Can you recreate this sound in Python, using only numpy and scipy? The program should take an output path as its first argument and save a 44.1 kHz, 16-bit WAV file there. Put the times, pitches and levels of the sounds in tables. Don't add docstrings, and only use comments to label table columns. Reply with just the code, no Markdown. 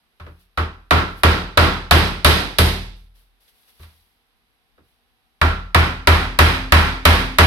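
import sys
import numpy as np
from scipy import signal
from scipy.io import wavfile

SR = 44100
rng = np.random.default_rng(int(sys.argv[2]) if len(sys.argv) > 2 else 0)


def to_linear_factor(level_db):
    exponent = np.asarray(level_db, float) / 20
    return 10 ** exponent


def log_audio(samples):
    frames = np.atleast_2d(samples).T
    limited = np.clip(frames, -1, 1)
    pcm = np.round(limited * 32767).astype(np.int16)
    wavfile.write(sys.argv[1], SR, pcm)


N = 328986
EDGES_HZ = 20 * 2 ** np.arange(0, 9.8, 1 / 3)
RUNS_PART_S = 5.2


def rms_one(x):
    return x / np.sqrt(np.mean(x ** 2) + 1e-20)


def at_hz(points, hz):
    points_hz, values = np.transpose(points)
    return np.interp(np.log(hz), np.log(points_hz), values)


def ring(clicks, hz, t60):
    radius = to_linear_factor(-60 / (t60 * SR))
    angle = 2 * np.pi * hz / SR
    feedback = [1, -2 * radius * np.cos(angle), radius * radius]
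    return signal.lfilter([0, np.sin(angle)], feedback, clicks + 1e-18)


def third_octaves(white, gain_of_band, from_hz):
    # f/Hz, left over right/dB
    port_balance = [(60, 6.5), (95, -1.5), (150, 4), (240, -3), (380, -0.5), (600, 0), (950, 0.5),
                    (1500, -1.5), (2380, -2.5), (3770, -11.5), (5980, 2.5), (9470, 37), (15000, 18.5)]
    # f/Hz, correlation/1
    likeness = [(60, -0.34), (150, 0.94), (380, 0.74), (950, 0.28), (2380, -0.28), (5980, 0.14),
                (15000, 0.49)]
    out, edges = 0, EDGES_HZ[EDGES_HZ > from_hz]
    for k, (low, high) in enumerate(zip(edges, edges[1:])):
        hz = np.sqrt(low * high)
        sos = signal.butter(2, [low, high], "band", fs=SR, output="sos")
        mid, side = signal.sosfilt(sos, white[k % 2] * gain_of_band(hz) + 1e-18)
        alike = np.clip(at_hz(likeness, hz), -1, 1)
        port = to_linear_factor(at_hz(port_balance, hz) / 2)
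        mid, side = np.sqrt(1 + alike) * mid, np.sqrt(1 - alike) * side
        pair = np.array([(mid + side) * port, (mid - side) / port])
        out = out + pair / np.sqrt(port ** 2 + port ** -2)
    return out


def hits():
    # t/s, peak level/dB, wall boom/dB, hardness (treble over mid)/dB
    hammer_blows = [(0.574, -15.5, -27.5, -30.5), (0.908, -1.5, -17.5, -27.5), (1.2336, -0.5, -13, -22.5),
                    (1.5734, 1.5, -12.5, -23), (1.91, 2, -10.5, -16.5), (2.2464, 2, -15, -12),
                    (2.5846, -5, -10, -6), (5.414, -5.5, -15, -28.5), (5.7457, -0.5, -13.5, -24),
                    (6.0722, 1.5, -10, -21.5), (6.3888, 2.5, -8.5, -18), (6.7215, 3, -11.5, -21),
                    (7.053, 3, -10, -17), (7.385, 4, -8, -19)]
    # t/s, peak level/dB, wall boom/dB, hardness/dB, body over mid/dB
    soft_bumps = [
        (0.198, -38, -43, -31, -16),
        (0.264, -44, -46.5, -36, -3),
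        (3.795, -52, -46.5, -18, -5),
        (3.83, -48.5, -58, -8, -23),
        (4.778, -57, -69, -36, 1),
    ]
    first_body_db, second_body_db = -12, -15
    s, peak_db, boom_db, hard_db = np.transpose(hammer_blows)
    longer = 0.93 + 0.022 * np.minimum(hard_db + 20, 0)
    blow_body_db = np.where(s < RUNS_PART_S, first_body_db, second_body_db)
    blows = [s, peak_db, boom_db, hard_db, longer, blow_body_db]
    *bumps, body_db = np.transpose(soft_bumps)
    bumps += [0.57 - 0.015 * (body_db - first_body_db), body_db]
    both = np.hstack([blows, bumps])
    return both[:, np.argsort(both[0])]


def shudder():
    peak_s, rise_s, fall_db_per_s = 0.21, 0.06, 92.5
    s, _, boom_db = hits()[:3]
    late = np.arange(SR) / SR - peak_s
    shape = np.where(late < 0, np.exp(-(late / rise_s) ** 2 / 2), to_linear_factor(-fall_db_per_s * late))
    gain = np.full(N + SR, to_linear_factor(-72.5))
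    for i, g in zip((s * SR).astype(int), to_linear_factor(-11 + 1.3 * boom_db)):
        gain[i:i + SR] += g * shape
    return gain[:N]


def house():
    # f/Hz, level/dB
    room_tone = [(12, -31), (20, -2), (49, 2.5), (96, -24.5), (189, -16), (404, -20), (465, -17.5),
                 (506, -28), (772, -16), (939, -18.5), (3940, -20), (7300, -39), (11100, -27.5),
                 (16500, -54.5)]
    # f/Hz, rms level/dB
    appliance_lines = [(241, -87), (475, -91), (752, -89), (791, -88.5)]
    white = rng.standard_normal((2, 2, N))
    tone = to_linear_factor(-68) * rms_one(third_octaves(white, lambda hz: to_linear_factor(at_hz(room_tone, hz)), from_hz=30))
    low_band = signal.butter(2, [34, 100], "band", fs=SR, output="sos")
    low = signal.sosfilt(low_band, white[0, :, ::-1])
    low = rms_one(low[0] + 0.22 * low[1] * [[1], [-1]])
    lines = sum(to_linear_factor(db) * rms_one(ring(white[1, 0, ::-1], hz, 1.0)) for hz, db in appliance_lines)
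    return tone + lines + to_linear_factor(-12) * low * shudder()


def steel_snap(level_db=13, edge_hz=3500, right_cut_hz=5000):
    s, peak_db, _, hard_db = hits()[:4]
    clicks = np.zeros(N)
    clicks[(s * SR).astype(int)] = -to_linear_factor(peak_db + hard_db + level_db)
    snap = signal.sosfilt(signal.butter(2, edge_hz, "high", fs=SR, output="sos"), clicks + 1e-18)
    return np.array([snap, signal.sosfilt(signal.butter(2, right_cut_hz, fs=SR, output="sos"), snap)])


def blows_in_room(same=0.4, level_db=10.5, treble_from_hz=1500):
    # f/Hz, density/dB per Hz
    tail_colour = [(59, -29.5), (100, -4), (111, -7.5), (174, -6), (207, -6.5), (384, -5.5), (518, -8.5),
                   (602, -13.5), (699, -10.5), (1990, -11.5), (4120, -16.5), (6730, -37), (11200, -28),
                   (16500, -65)]
    # f/Hz, t60/s
    tail_t60 = [(100, 0.82), (300, 0.68), (1000, 0.7), (3000, 0.7), (6000, 0.74), (12000, 0.47)]
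    usual_hardness_db, usual_body_db = -14.5, -9
    s, peak_db, _, hard_db, longer, body_db = hits()
    harder_db = hard_db - usual_hardness_db
    last = np.clip(np.searchsorted(s, np.arange(N) / SR) - 1, 0, None)
    since_blow = np.abs(np.arange(N) - s[last] * SR).astype(int)
    pattern = rng.standard_normal((2, 2, N))[..., since_blow]
    white = np.sqrt(same) * pattern + np.sqrt(1 - same) * rng.standard_normal((2, 2, N))
    starts, age = ((s - 0.0003) * SR).astype(int), np.arange(SR // 2) / SR
    gather = 1 - np.exp(-age / 0.00072)
    early = to_linear_factor(2.0) * np.exp(-age / 0.021)
    tick = to_linear_factor(14) * (1 - np.exp(-age / 0.00019)) * np.exp(-age / 0.00052)
    chatter = to_linear_factor(14) * gather * np.exp(-age / 0.003)
    far = to_linear_factor(-9.5) * np.exp(-((age - 0.065) / 0.031) ** 2 / 2)
    sag = np.exp(-(age / 0.27) ** 2 / 2)

    def bump_at(hz, centre_hz, octaves):
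        return np.exp(-(np.log2(hz / centre_hz) / octaves) ** 2)

    def dying(hz):
        t60, gain = at_hz(tail_t60, hz), np.zeros(N + SR)
        treble = np.clip(np.log2(hz / treble_from_hz) / 3.77, 0, 1.2)
        bass = np.clip(np.log2(900 / hz), 0, 1)
        soft = 0.34 * bump_at(hz, 1274, 0.19)
        colour_db = (treble - soft) * harder_db + bass * (body_db - usual_body_db)
        woken = bump_at(hz, np.where(s < RUNS_PART_S, 4018, 2016), 0.17)
        colour_db = colour_db + 0.5 * woken * np.clip(hard_db + 31, 0, 8.0)
        crack = gather * (1 + far + early * to_linear_factor(1.5 * treble))
        contact = (0.12 + treble) * tick + treble ** 5.8 * chatter
        shape = sag ** (1 - 0.5 * treble) * (crack + contact)
        lasting = longer ** np.clip(1 - 0.2 * treble, 0, 1) * to_linear_factor(-0.3 * soft * harder_db)
        heights = to_linear_factor(peak_db + colour_db + at_hz(tail_colour, hz) + level_db)
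        for i, g, more in zip(starts, heights, lasting):
            gain[i:i + len(age)] += g * shape * np.exp(-np.log(1000) * age / (t60 * max(more, 0.2)))
        return gain[:N]
    return third_octaves(white, dying, from_hz=60)


def struck_modes(modes, strength_db, contact_hz, spread_db, pan_db):
    at, out = (hits()[0] * SR).astype(int), np.zeros((2, N))
    luck = rng.standard_normal((len(at), len(modes)))
    for k, (hz, level_db, t60) in enumerate(modes):
        clicks = np.zeros(N)
        clicks[at] = to_linear_factor(strength_db + level_db + spread_db * luck[:, k])
        side = pan_db * (-1) ** (k // 2) * np.array([[1], [-1]])
        out += (-1) ** k * ring(clicks, hz, t60) * to_linear_factor(side)
    return signal.sosfilt(signal.butter(2, contact_hz, fs=SR, output="sos"), out)


def wall_boom():
    # f/Hz, level/dB, t60/s
    wall_modes = [(42.43, -15, 0.96), (48.5, -24, 0.69), (55.7, -23, 0.42), (84.9, 1.5, 0.26),
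                  (77.23, 4, 0.27), (80.8, -14, 0.61), (124.9, -15.5, 0.39), (179.7, -21, 0.59),
                  (381.3, -19, 0.38), (457, -21.5, 0.23)]
    boom_db = hits()[2]
    wall = struck_modes(wall_modes, boom_db + 9.5, contact_hz=517, spread_db=2.5, pan_db=0.17)
    return np.pad(wall, ((0, 0), (130, 0)))[:, :N]


def frame_ring():
    # f/Hz, level/dB, t60/s
    frame_modes = [(587, -19.5, 0.18), (712, -22, 0.12), (963, -20, 0.077), (1156, -16, 0.16),
                   (1290, -18.5, 0.27), (1385, -21.5, 0.31), (1564, -26, 0.18), (1670, -20.5, 0.2),
                   (1967, -20, 0.11), (2300, -21, 0.24)]
    # f/Hz, level/dB, t60/s
    soft_modes = [(1246, -19, .3), (1310, -20, 0.46), (1356, -17.5, 0.55), (1413, -18, .35),
                  (1490, -19.5, .3), (1570, -21, .25)]
    _, peak_db, _, hard_db = hits()[:4]
    frame = struck_modes(frame_modes, peak_db + 3, contact_hz=4000, spread_db=3.0, pan_db=2.5)
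    softer_db = 0.45 * (hard_db.min() - hard_db) - 20 * (peak_db < -30)
    soft_db = peak_db + softer_db + 4.0
    return frame + struck_modes(soft_modes, soft_db, contact_hz=4000, spread_db=2.0, pan_db=2.0)


def rubbing():
    # peak t/s, peak level/dB, rise/s, fall/s
    rubs = [(0.28, -75, 0.058, 0.095), (0.415, -71, 0.023, .03), (1.12, -68.5, .015, .025),
            (1.186, -58.5, 0.017, 0.02343), (2.97, -71.5, .01, 0.069), (3.16, -67.5, 0.0081, 0.066),
            (3.41, -69.5, .006, .09), (3.488, -67, 0.0065, 0.011), (3.601, -70.5, .05, 0.19),
            (3.686, -67.5, .006, .02), (3.816, -66.5, 0.011, 0.024), (3.86, -69.5, 0.083, 0.17),
            (4.888, -78, 0.036, .06)]
    t, gain = np.arange(N) / SR, 0
    for s, db, rise_s, fall_s in rubs:
        gain = gain + to_linear_factor(db) * np.exp(-((t - s) / np.where(t > s, fall_s, rise_s)) ** 2 / 2)
    return gain


def rustle(grains_per_s=9000, size_db=1.0, level_db=5):
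    # f/Hz, density/dB per Hz
    cloth_colour = [(240, -40), (400, -7), (481, -6.5), (1510, -7), (1710, -6), (3930, -1), (5520, -8),
                    (6950, -15.5), (11400, -5.5), (16000, -16.5)]
    shape = (2, N)
    caught = rng.random(shape) < grains_per_s / SR
    grains = caught * to_linear_factor(size_db * rng.exponential(1, shape)) * rng.standard_normal(shape)
    swish = third_octaves([grains, grains[:, ::-1]], lambda hz: to_linear_factor(at_hz(cloth_colour, hz)), from_hz=300)
    return to_linear_factor(level_db) * rms_one(swish) * rubbing()


def door_panel():
    # f/Hz, level/dB, t60/s
    panel_modes = [(261.3, -27, 1.4)]
    s, _, boom_db = hits()[:3]
    strength_db = boom_db + 8 - 40 * (s < 5.6)
    return struck_modes(panel_modes, strength_db, contact_hz=503, spread_db=-4.0, pan_db=-0.5)


def scene():
    left_lag = 8
    left, right = wall_boom() + door_panel() + frame_ring()
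    wood = np.array([np.pad(left, (left_lag, 0))[:N], right])
    return house() + steel_snap() + blows_in_room() + wood + rustle()


def low_pass(x):
    return signal.sosfilt(signal.butter(12, 16740, fs=SR, output="sos"), x)


def record(dry):
    level_db = 20 * np.log10(np.abs(dry).max(axis=0) + 1e-9)
    slope = 150 * np.arange(N) / SR
    held_db = np.maximum.accumulate(level_db + slope) - slope
    cut_db = -0.4 * np.clip(held_db + 8.5, 0, None)
    smooth = np.exp(-1 / (0.0027 * SR))
    gain_db = 1.5 + signal.lfilter([1 - smooth], [1, -smooth], cut_db)
    ports = signal.sosfilt(signal.butter(2, 33, "high", fs=SR, output="sos"), dry)
    ports = ports - 0.42 * signal.lfilter(*signal.iirpeak(6717, 6717 / 860, SR), ports)
    ports = ports + 0.72 * signal.lfilter(*signal.iirpeak(11460, 11460 / 1200, SR), ports)
    rounded = 0.88 * np.tanh(ports * to_linear_factor(gain_db) / 0.86)
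    top_cut = signal.cheby2(8, 14, 16500, fs=SR, output="sos")
    return low_pass(signal.sosfilt(top_cut, rounded))


dry = scene()
out = record(dry)
log_audio(out)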